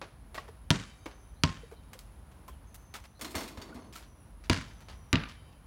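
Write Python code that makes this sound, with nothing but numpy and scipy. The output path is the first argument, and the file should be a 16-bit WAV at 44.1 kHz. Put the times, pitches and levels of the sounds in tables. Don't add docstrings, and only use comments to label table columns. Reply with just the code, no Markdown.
import sys
import numpy as np
from scipy import signal
from scipy.fft import rfft, irfft, next_fast_len
from scipy.io import wavfile
from scipy.ndimage import map_coordinates

SR = 44100
rng = np.random.default_rng(int(sys.argv[2]) if len(sys.argv) > 2 else 0)


def unload_audio(sound):
    columns = np.transpose(np.atleast_2d(sound))
    steps = np.round(np.clip(columns, -1, 1) * 32767)
    wavfile.write(sys.argv[1], SR, steps.astype(np.int16))


N = 249606


def amp(db):
    return 10 ** (np.asarray(db) / 20)


def unit(x):
    return x / np.sqrt(np.mean(x ** 2) + 1e-20)


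def along(points, hz):
    freqs, values = np.transpose(points)
    return np.interp(np.log(hz + 1), np.log(freqs + 1), values)


def wobble(rate):
    return map_coordinates(rng.standard_normal(int(N * rate / SR) + 4), [np.arange(N) * rate / SR])


def filtered(x, response):
    size = next_fast_len(len(x) + 4096)
    return irfft(rfft(x, size) * response(np.fft.rfftfreq(size, 1 / SR)), size)[:len(x)]


def resonant_noise(peaks):
    def response(f):
        return sum(amp(db) * (f * width) ** 2 / ((hz * hz - f * f) ** 2 + (f * width) ** 2)
                   for hz, width, db in peaks)
    return unit(filtered(rng.standard_normal(N), response))


def pulse(points, size=1024):
    cepstrum = irfft(np.log(amp(along(points, np.fft.rfftfreq(size, 1 / SR)))))
    cepstrum[1:size // 2] *= 2
    cepstrum[size // 2 + 1:] = 0
    click = irfft(np.exp(rfft(cepstrum)))
    return click / np.abs(click).max()


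def ring(modes, t, scatter_db, attack_s):
    tones = sum(amp(db + scatter_db * rng.standard_normal() - 60 * t / t60) * np.sin(2 * np.pi * hz * t)
                for hz, db, t60 in modes)
    return tones * (1 - np.exp(-t / attack_s))


def add(out, start_s, x):
    part = out[round(start_s * SR):][:len(x)]
    part += x[:len(part)]


# freq_hz, level_db
BED_EQ = [(20, -110), (30, -35), (45, 9.5), (65, 3), (120, -8), (200, -12.5), (400, -22.5), (1000, -23),
          (2000, -32.5), (4000, -39.5), (8000, -46), (16000, -44.5)]
def traffic_and_leaves():
    drift_db = -1.06 * wobble(1.9)
    noise = unit(filtered(rng.standard_normal(N), lambda hz: amp(along(BED_EQ, hz))))
    rumble = filtered(noise, lambda hz: 1 / (1 + (hz / 150) ** 4))
    traffic = rumble * amp(0.5 * wobble(4.9))
    leaves = (noise - rumble) * amp(-2 + 0.69 * wobble(11))
    return amp(-48 + drift_db) * (traffic + leaves)


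# centre_hz, width_hz, level_db
BUZZ_BANDS = [(10295, 120, 6), (9920, 910, -0.5)]
def insects(lull_s=3.42, lull_width_s=0.18, lull_db=17):
    lull = np.exp(-((np.arange(N) / SR - lull_s) / lull_width_s) ** 2)
    return amp(-73.5 - lull_db * lull + 1.4 * wobble(40)) * resonant_noise(BUZZ_BANDS)


def bird_calls(rows, bend, peak_at, edge_db):
    out = np.zeros(N)
    for start_s, length_s, first_hz, last_hz, db in rows:
        progress = np.linspace(0, 1, round(length_s * SR))
        hz = first_hz + (last_hz - first_hz) * progress ** bend
        swell = amp(db - 3.5 - edge_db * (2 * (progress - peak_at)) ** 2)
        swell *= signal.windows.tukey(len(hz), 0.1)
        rasp = 1 + 1.1 * wobble(580)[:len(hz)]
        add(out, start_s, swell * rasp * np.sin(2 * np.pi * np.cumsum(hz) / SR))
    return out


# start_s, length_s, first_hz, last_hz, level_db
NEAR_WHISTLES = [(.97, .45, 6400, 6000, -68.5), (2.65, 0.59, 6400, 6000, -69.5),
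                 (3.78, .58, 6360, 5720, -71.5), (4.68, 0.64, 6180, 5720, -69.5)]
FAR_CHIRPS = [(1.36, 0.077, 3900, 4700, -71), (1.76, 0.062, 4220, 3370, -70.5),
              (2.5, 0.078, 3300, 2800, -69), (3.15, 0.051, 4030, 4230, -68), (5.45, 0.14, 3020, 2410, -72)]
def birds():
    near = bird_calls(NEAR_WHISTLES, bend=0.65, peak_at=0.3, edge_db=5)
    return near + bird_calls(FAR_CHIRPS, bend=1.4, peak_at=0.33, edge_db=3)


# freq_hz, level_db
GRIT_EQ = [(80, -16), (350, 10), (1000, 10.5), (2100, 6), (5000, -1), (12000, -0.25), (16000, -2.5)]
# freq_hz, share
WEIGHT_SHELF = [(350, 1), (1000, 0.5), (2100, 0.22), (5000, 0)]
BRIGHT_SHELF = [(5000, 0), (12000, 1)]
def contacts(rows, grain_db, tail_db, modes=()):
    out, t = np.zeros(N), np.arange(SR // 2) / SR
    for start_s, db, weight_db, bright_db, hold_s, t60_s in rows:
        def colour(hz):
            shelves_db = weight_db * along(WEIGHT_SHELF, hz) + bright_db * along(BRIGHT_SHELF, hz)
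            return amp(along(GRIT_EQ, hz) + shelves_db)
        grit = rng.standard_normal(len(t))
        grit *= amp(grain_db * np.repeat(rng.standard_normal(len(t) // 49), 49))
        slap = amp(3.5 - 60 * t / 0.0069)
        stroke = amp(-60 * np.maximum(t - hold_s, 0) / t60_s)
        tail = amp(tail_db - 60 * t / 0.5)
        envelope = (slap + stroke + tail) * (1 - np.exp(-t / 0.00026))
        burst = amp(db - 9) * envelope * filtered(unit(grit), colour)
        add(out, start_s, loose_parts(burst, modes) if modes else burst)
    return out


def loose_parts(burst, modes, detune=0.035, scatter_db=3):
    shaken = [(hz * (1 + detune * rng.standard_normal()), width, db) for hz, width, db in modes]
    def response(f):
        return 1 + sum(amp(db + 6.5 + scatter_db * rng.standard_normal())
                       * 1j * f * width / (hz * hz - f * f + 1j * f * width) for hz, width, db in shaken)
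    return filtered(burst, response)


def ticks(count=14, weight_db=-12.5, bright_db=-12.5, hold_s=0.011, t60_s=0.032):
    rows = [(rng.uniform(0, N / SR), -62 + rng.standard_normal(), weight_db, bright_db, hold_s, t60_s)
            for _ in range(count)]
    return contacts(rows, grain_db=6, tail_db=-15.5)


# start_s, level_db, pitch_hz
KNOCK_CUES = [(0.018, -35, 2520), (0.381, -25.5, 1116), (0.378, -28.5, 1920), (.49, -40, 445),
              (1.06, -47, 583), (1.06, -33.5, 2220), (1.633, -36, 465), (1.721, -35, 450), (1.95, -41, 513),
              (2.484, -34.5, 1033), (2.952, -33, 1350), (3.725, -37.5, 1450), (3.75, -32, 248),
              (3.957, -34.5, 1327)]
def knocks():
    out, t = np.zeros(N), np.arange(SR // 4) / SR
    for start_s, db, hz in KNOCK_CUES:
        t60_s = 0.044 * (1000 / hz) ** 0.32
        add(out, start_s, amp(db) * ring([(hz, 0, t60_s)], t, scatter_db=0.36, attack_s=0.0037))
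    return out


# start_s, level_db, weight_db, bright_db, hold_s, t60_s
SCUFF_CUES = [(0.0152, -34, 6.5, -22, 0.0017, 0.096), (0.3445, -36, 1, -10.5, 0.0097, 0.19),
              (0.378, -34, 4.5, -27.5, 0.0043, 0.04), (0.3929, -48, -9, -16.5, 0.0057, 0.043),
              (0.4798, -50, 13.5, -10.5, 0.01, 0.037), (1.058, -36.5, 12, -13, 0.0037, 0.073),
              (1.112, -48.5, -11, -28, 0.0054, 0.1), (1.7138, -54.5, 15.5, -1.5, 0.015, 0.079),
              (1.932, -38, -9.5, -6, 0.0035, 0.039), (1.9905, -42, -25, -4.5, 0.0045, 0.1),
              (2.3137, -53.5, -7, -9, 0.011, 0.054), (2.4798, -47.5, 7, 1, 0.0073, 0.11),
              (2.744, -44, -20.5, 1.5, 0.015, 0.027), (2.9397, -34, -9, -10, 0.017, 0.12),
              (2.9744, -50, 3, -5, 0.0078, 0.038), (3.0398, -46, -8.5, -10.5, 0.018, 0.052),
              (3.926, -40.5, -20, -11, 0.03, 0.05), (3.9554, -37.5, -16, -5.5, 0.006, 0.18),
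              (3.9674, -54.5, 1.5, -6.5, 0.052, 0.12), (4.0244, -45.5, -12, -20, 0.0066, 0.13),
              (4.4391, -44.5, -12.5, -18, 0.0052, 0.16), (4.8045, -48.5, -4.5, -10, 0.015, 0.087),
              (4.8853, -40.5, -7, -20, 0.014, 0.22), (5.2854, -38, -29.5, -21.5, 0.011, 0.16)]
def shoes_and_hands():
    return contacts(SCUFF_CUES, grain_db=2.5, tail_db=-11)


# centre_hz, width_hz, level_db
STEEL_MODES = [(2146, 68, -7.5), (3540, 230, -9), (4370, 90, 0.5), (5470, 82, -4), (6770, 410, -11),
               (8600, 330, -8.5), (11650, 230, -10.5)]
def rim_rattle(hits, count=5, gap_s=0.029, drop_db=5, hold_s=0.0071, t60_s=0.08):
    rows = []
    for start_s, db, weight_db, bright_db, loss_db, _, _ in hits:
        for k in range(count):
            jolt_s = start_s + k * gap_s * (1 + 0.1 * rng.standard_normal())
            jolt_db = db - (k > 0) * drop_db - k * loss_db
            rows.append((jolt_s, jolt_db, weight_db, bright_db, hold_s, t60_s))
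    return contacts(rows, grain_db=1.5, tail_db=-6, modes=STEEL_MODES)


# centre_hz, width_hz, level_db
BOARD_MODES = [(268, 197, 10), (654, 62, -2.5), (1010, 380, -3.5)]
# pitch_hz, level_db, t60_s
POLE_MODES = [(79, 1.2, 0.083)]
def backboard(hits, hum_t60_s=0.19, sway_t60_s=1.54):
    shake, thud, t = np.zeros(N), np.zeros(N), np.arange(SR) / SR
    fade = amp(-60 * t / hum_t60_s) + amp(-15 - 60 * t / sway_t60_s)
    rise = 1 - np.exp(-t / 0.01)
    for start_s, *_, hum_db, pole_db in hits:
        add(shake, start_s, amp(hum_db) * fade * rise)
        add(thud, start_s, amp(pole_db) * ring(POLE_MODES, t, scatter_db=1, attack_s=0.011))
    return shake * resonant_noise(BOARD_MODES) + thud


# start_s, level_db, weight_db, bright_db, loss_per_rattle_db, hum_db, pole_db
HOOP_HITS = [(3.1937, -51.5, 8, -4, 13, -52, -51), (3.2115, -32.5, -12, -4, 19, -42, -39),
             (3.246, -34, -10.5, -9.5, 19, -50.5, -42), (3.308, -42, -25, -4.5, 18, -56, -40),
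             (3.3449, -44, 14.5, -18, 1, -44, -45), (3.3521, -27, -9.5, -7.5, 2, -36, -21.5),
             (3.573, -45, 8, -10.5, 3.5, -50, -26), (3.616, -40.5, -9, -12, 12, -55, -43),
             (3.69, -53.5, 6, -22, 7, -51, -43), (3.744, -50.5, -12, -6, 9.5, -60.5, -42),
             (3.759, -50, -6, -24, 1, -46.5, -40)]
def hoop():
    return rim_rattle(HOOP_HITS) + backboard(HOOP_HITS)


# freq_hz, t60_s
YARD_DECAY = [(100, 0.46), (400, 0.27), (1500, 0.53), (5000, 0.5), (12000, 0.59)]
# freq_hz, level_db
YARD_EQ = [(80, 8), (250, 9), (500, -13), (1500, -9), (4000, -15.5), (8000, -19.5), (16000, -31.5)]
def yard_tail(dull_hz, grain_db=2.2):
    scatter = amp(grain_db * np.repeat(rng.standard_normal(SR // 100), 100))
    hz, t, spectrum = signal.stft(unit(rng.standard_normal(SR) * scatter), SR, nperseg=256)
    colour = amp(along(YARD_EQ, hz)) / np.sqrt(1 + (hz / dull_hz) ** 8)
    decay = amp(-60 * t / along(YARD_DECAY, hz)[:, None])
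    return signal.istft(spectrum * colour[:, None] * decay, SR, nperseg=256)[1][:SR]


# start_s, level_db, thump_db
WALL_ECHOES = [(0.712, -12.5, -27), (0.757, -25, -15), (0.798, -29.5, -22), (0.837, -35, -20),
               (1.4422, -14, -25), (1.4503, -20, -13.5), (1.4906, -24.5, -7), (1.571, -38, -3),
               (4.5008, -15, -2), (4.5155, -26, -8), (4.531, -15, -10), (4.5439, -24.5, -8),
               (4.5629, -27, -19), (4.574, -26, -9), (4.6117, -31, -29), (5.133, -19, 10.5),
               (5.14, -19, -9), (5.1561, -10, -4.5), (5.1694, -26, 0), (5.236, -24, -20)]
def add_wall_echoes(out, bounce_s, crack, thump, lag_s, dull_hz):
    t = np.arange(SR // 20) / SR
    for start_s, db, thump_db in WALL_ECHOES:
        delay_s = start_s - bounce_s
        if 0 < delay_s < 0.3:
            smear_t60_s = min(0.0052 + 0.2 * delay_s, 0.017)
            wall = rng.standard_normal(len(t)) * amp(-60 * t / smear_t60_s)
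            smeared = signal.fftconvolve(crack, wall / np.linalg.norm(wall))
            add(out, start_s, amp(db) * signal.lfilter(*signal.butter(2, dull_hz, fs=SR), smeared))
            add(out, start_s + lag_s, amp(db + thump_db) * thump)


# multiple_of_centre, level_db
CRACK_EQ = [(.1, -44.5), (.3, -0.5), (.6, -2), (1, -2), (1.5, -8.5), (2.001, -14.5), (4, -36)]
def contact_crack(centre_hz, treble_db_per_octave):
    t = np.arange(SR // 10) / SR
    grit = rng.standard_normal(len(t)) * amp(-19.5 - 60 * t / 0.016)
    grit[0] = -1
    spectrum = [(k * centre_hz, db + treble_db_per_octave * max(np.log2(k), 0)) for k, db in CRACK_EQ]
    return signal.fftconvolve(grit, pulse(spectrum))


# pitch_hz, level_db, t60_s
SHELL_MODES = [(112.7, -4.5, 0.072), (155.5, 7, 0.058), (242.6, -0.5, 0.052), (314, -12.5, 0.031),
               (653, -15, 0.046), (962, -16, 0.063)]
SLAB_MODE = (92, -0.89, 0.093)
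def shell_thump(t, tilt_db_per_octave, boom_db):
    shell = [(hz, db + tilt_db_per_octave * np.log2(hz / 155), t60) for hz, db, t60 in SHELL_MODES]
    slab_hz, slab_db, slab_t60_s = SLAB_MODE
    slab = (slab_hz, slab_db + boom_db, slab_t60_s)
    return amp(-7) * ring([*shell, slab], t, scatter_db=1.2, attack_s=0.0019)


# pitch_hz, level_db, t60_s
CAVITY_MODES = [(1233, -8, .25), (1440, -9, .35), (1865, -8, .4), (2340, -8, 1.3), (2690, -10, .45),
                (3080, -6, 1.5), (3230, -9, .35), (3775, -7, 1.3), (4115, -10, .4), (4440, -14, .9),
                (4765, -13, 1.5), (5500, -14, .45)]
def cavity_ring(t, ping_hz, ping_db, split_hz=14):
    modes = [(ping_hz, ping_db, 0.36), *CAVITY_MODES]
    twins = [(hz + split_hz * rng.standard_normal(), db, t60) for hz, db, t60 in modes]
    return ring(modes + twins, t, scatter_db=2.5, attack_s=0.0011)


# start_s, level_db, crack_hz, thump_lag_s, thump_db, thump_tilt_db_per_octave,
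# boom_db, ping_hz, ping_db, ring_db, tail_db, tail_dull_hz, echo_dull_hz, crack_treble_db_per_octave
BOUNCE_CUES = [(0.705, -5.5, 3580, 0.0014, -1, 2.5, -13, 1113, 9, -30.5, -10.5, 7800, 9000, 3.3),
               (1.4364, -5, 4110, 0.001, -5.5, 3.5, 4.5, 1067, 20, -36, -14.5, 7000, 4226, -1.5),
               (4.4977, -9, 3256, 0.00186, -1.5, 2, 4.5, 1033, 14, -30.5, -4.5, 6400, 14000, 4.5),
               (5.1297, -9.5, 3760, 0.003, 0, -1, -21, 1187, 19, -29, -3.5, 4030, 3940, 3.8)]
def ball():
    out, t = np.zeros(N), np.arange(SR) / SR
    tail_swell = 1 - np.exp(-t / 0.0013)
    for (start_s, db, crack_hz, lag_s, thump_db, thump_tilt, boom_db, ping_hz, ping_db,
         ring_db, tail_db, tail_dull_hz, echo_dull_hz, crack_treble) in BOUNCE_CUES:
        crack = contact_crack(crack_hz, crack_treble)
        thump = shell_thump(t, thump_tilt, boom_db)
        add(out, start_s, amp(db) * crack)
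        add(out, start_s + lag_s, amp(db + thump_db) * thump)
        add(out, start_s, amp(db + ring_db - 19) * cavity_ring(t, ping_hz, ping_db))
        add(out, start_s, amp(db + tail_db - 1.5) * tail_swell * yard_tail(tail_dull_hz))
        add_wall_echoes(out, start_s, crack, thump, lag_s, echo_dull_hz)
    return out


def scene():
    play = ball() + shoes_and_hands() + hoop() + knocks()
    return (play + ticks() + birds() + insects() + traffic_and_leaves())[None]


def record(dry, low_cut_hz=32, top_hz=15900):
    return filtered(dry[0], lambda hz: (hz < top_hz) * (1j * hz / (low_cut_hz + 1j * hz)) ** 4)[None]


dry = scene()
out = record(dry)
unload_audio(out)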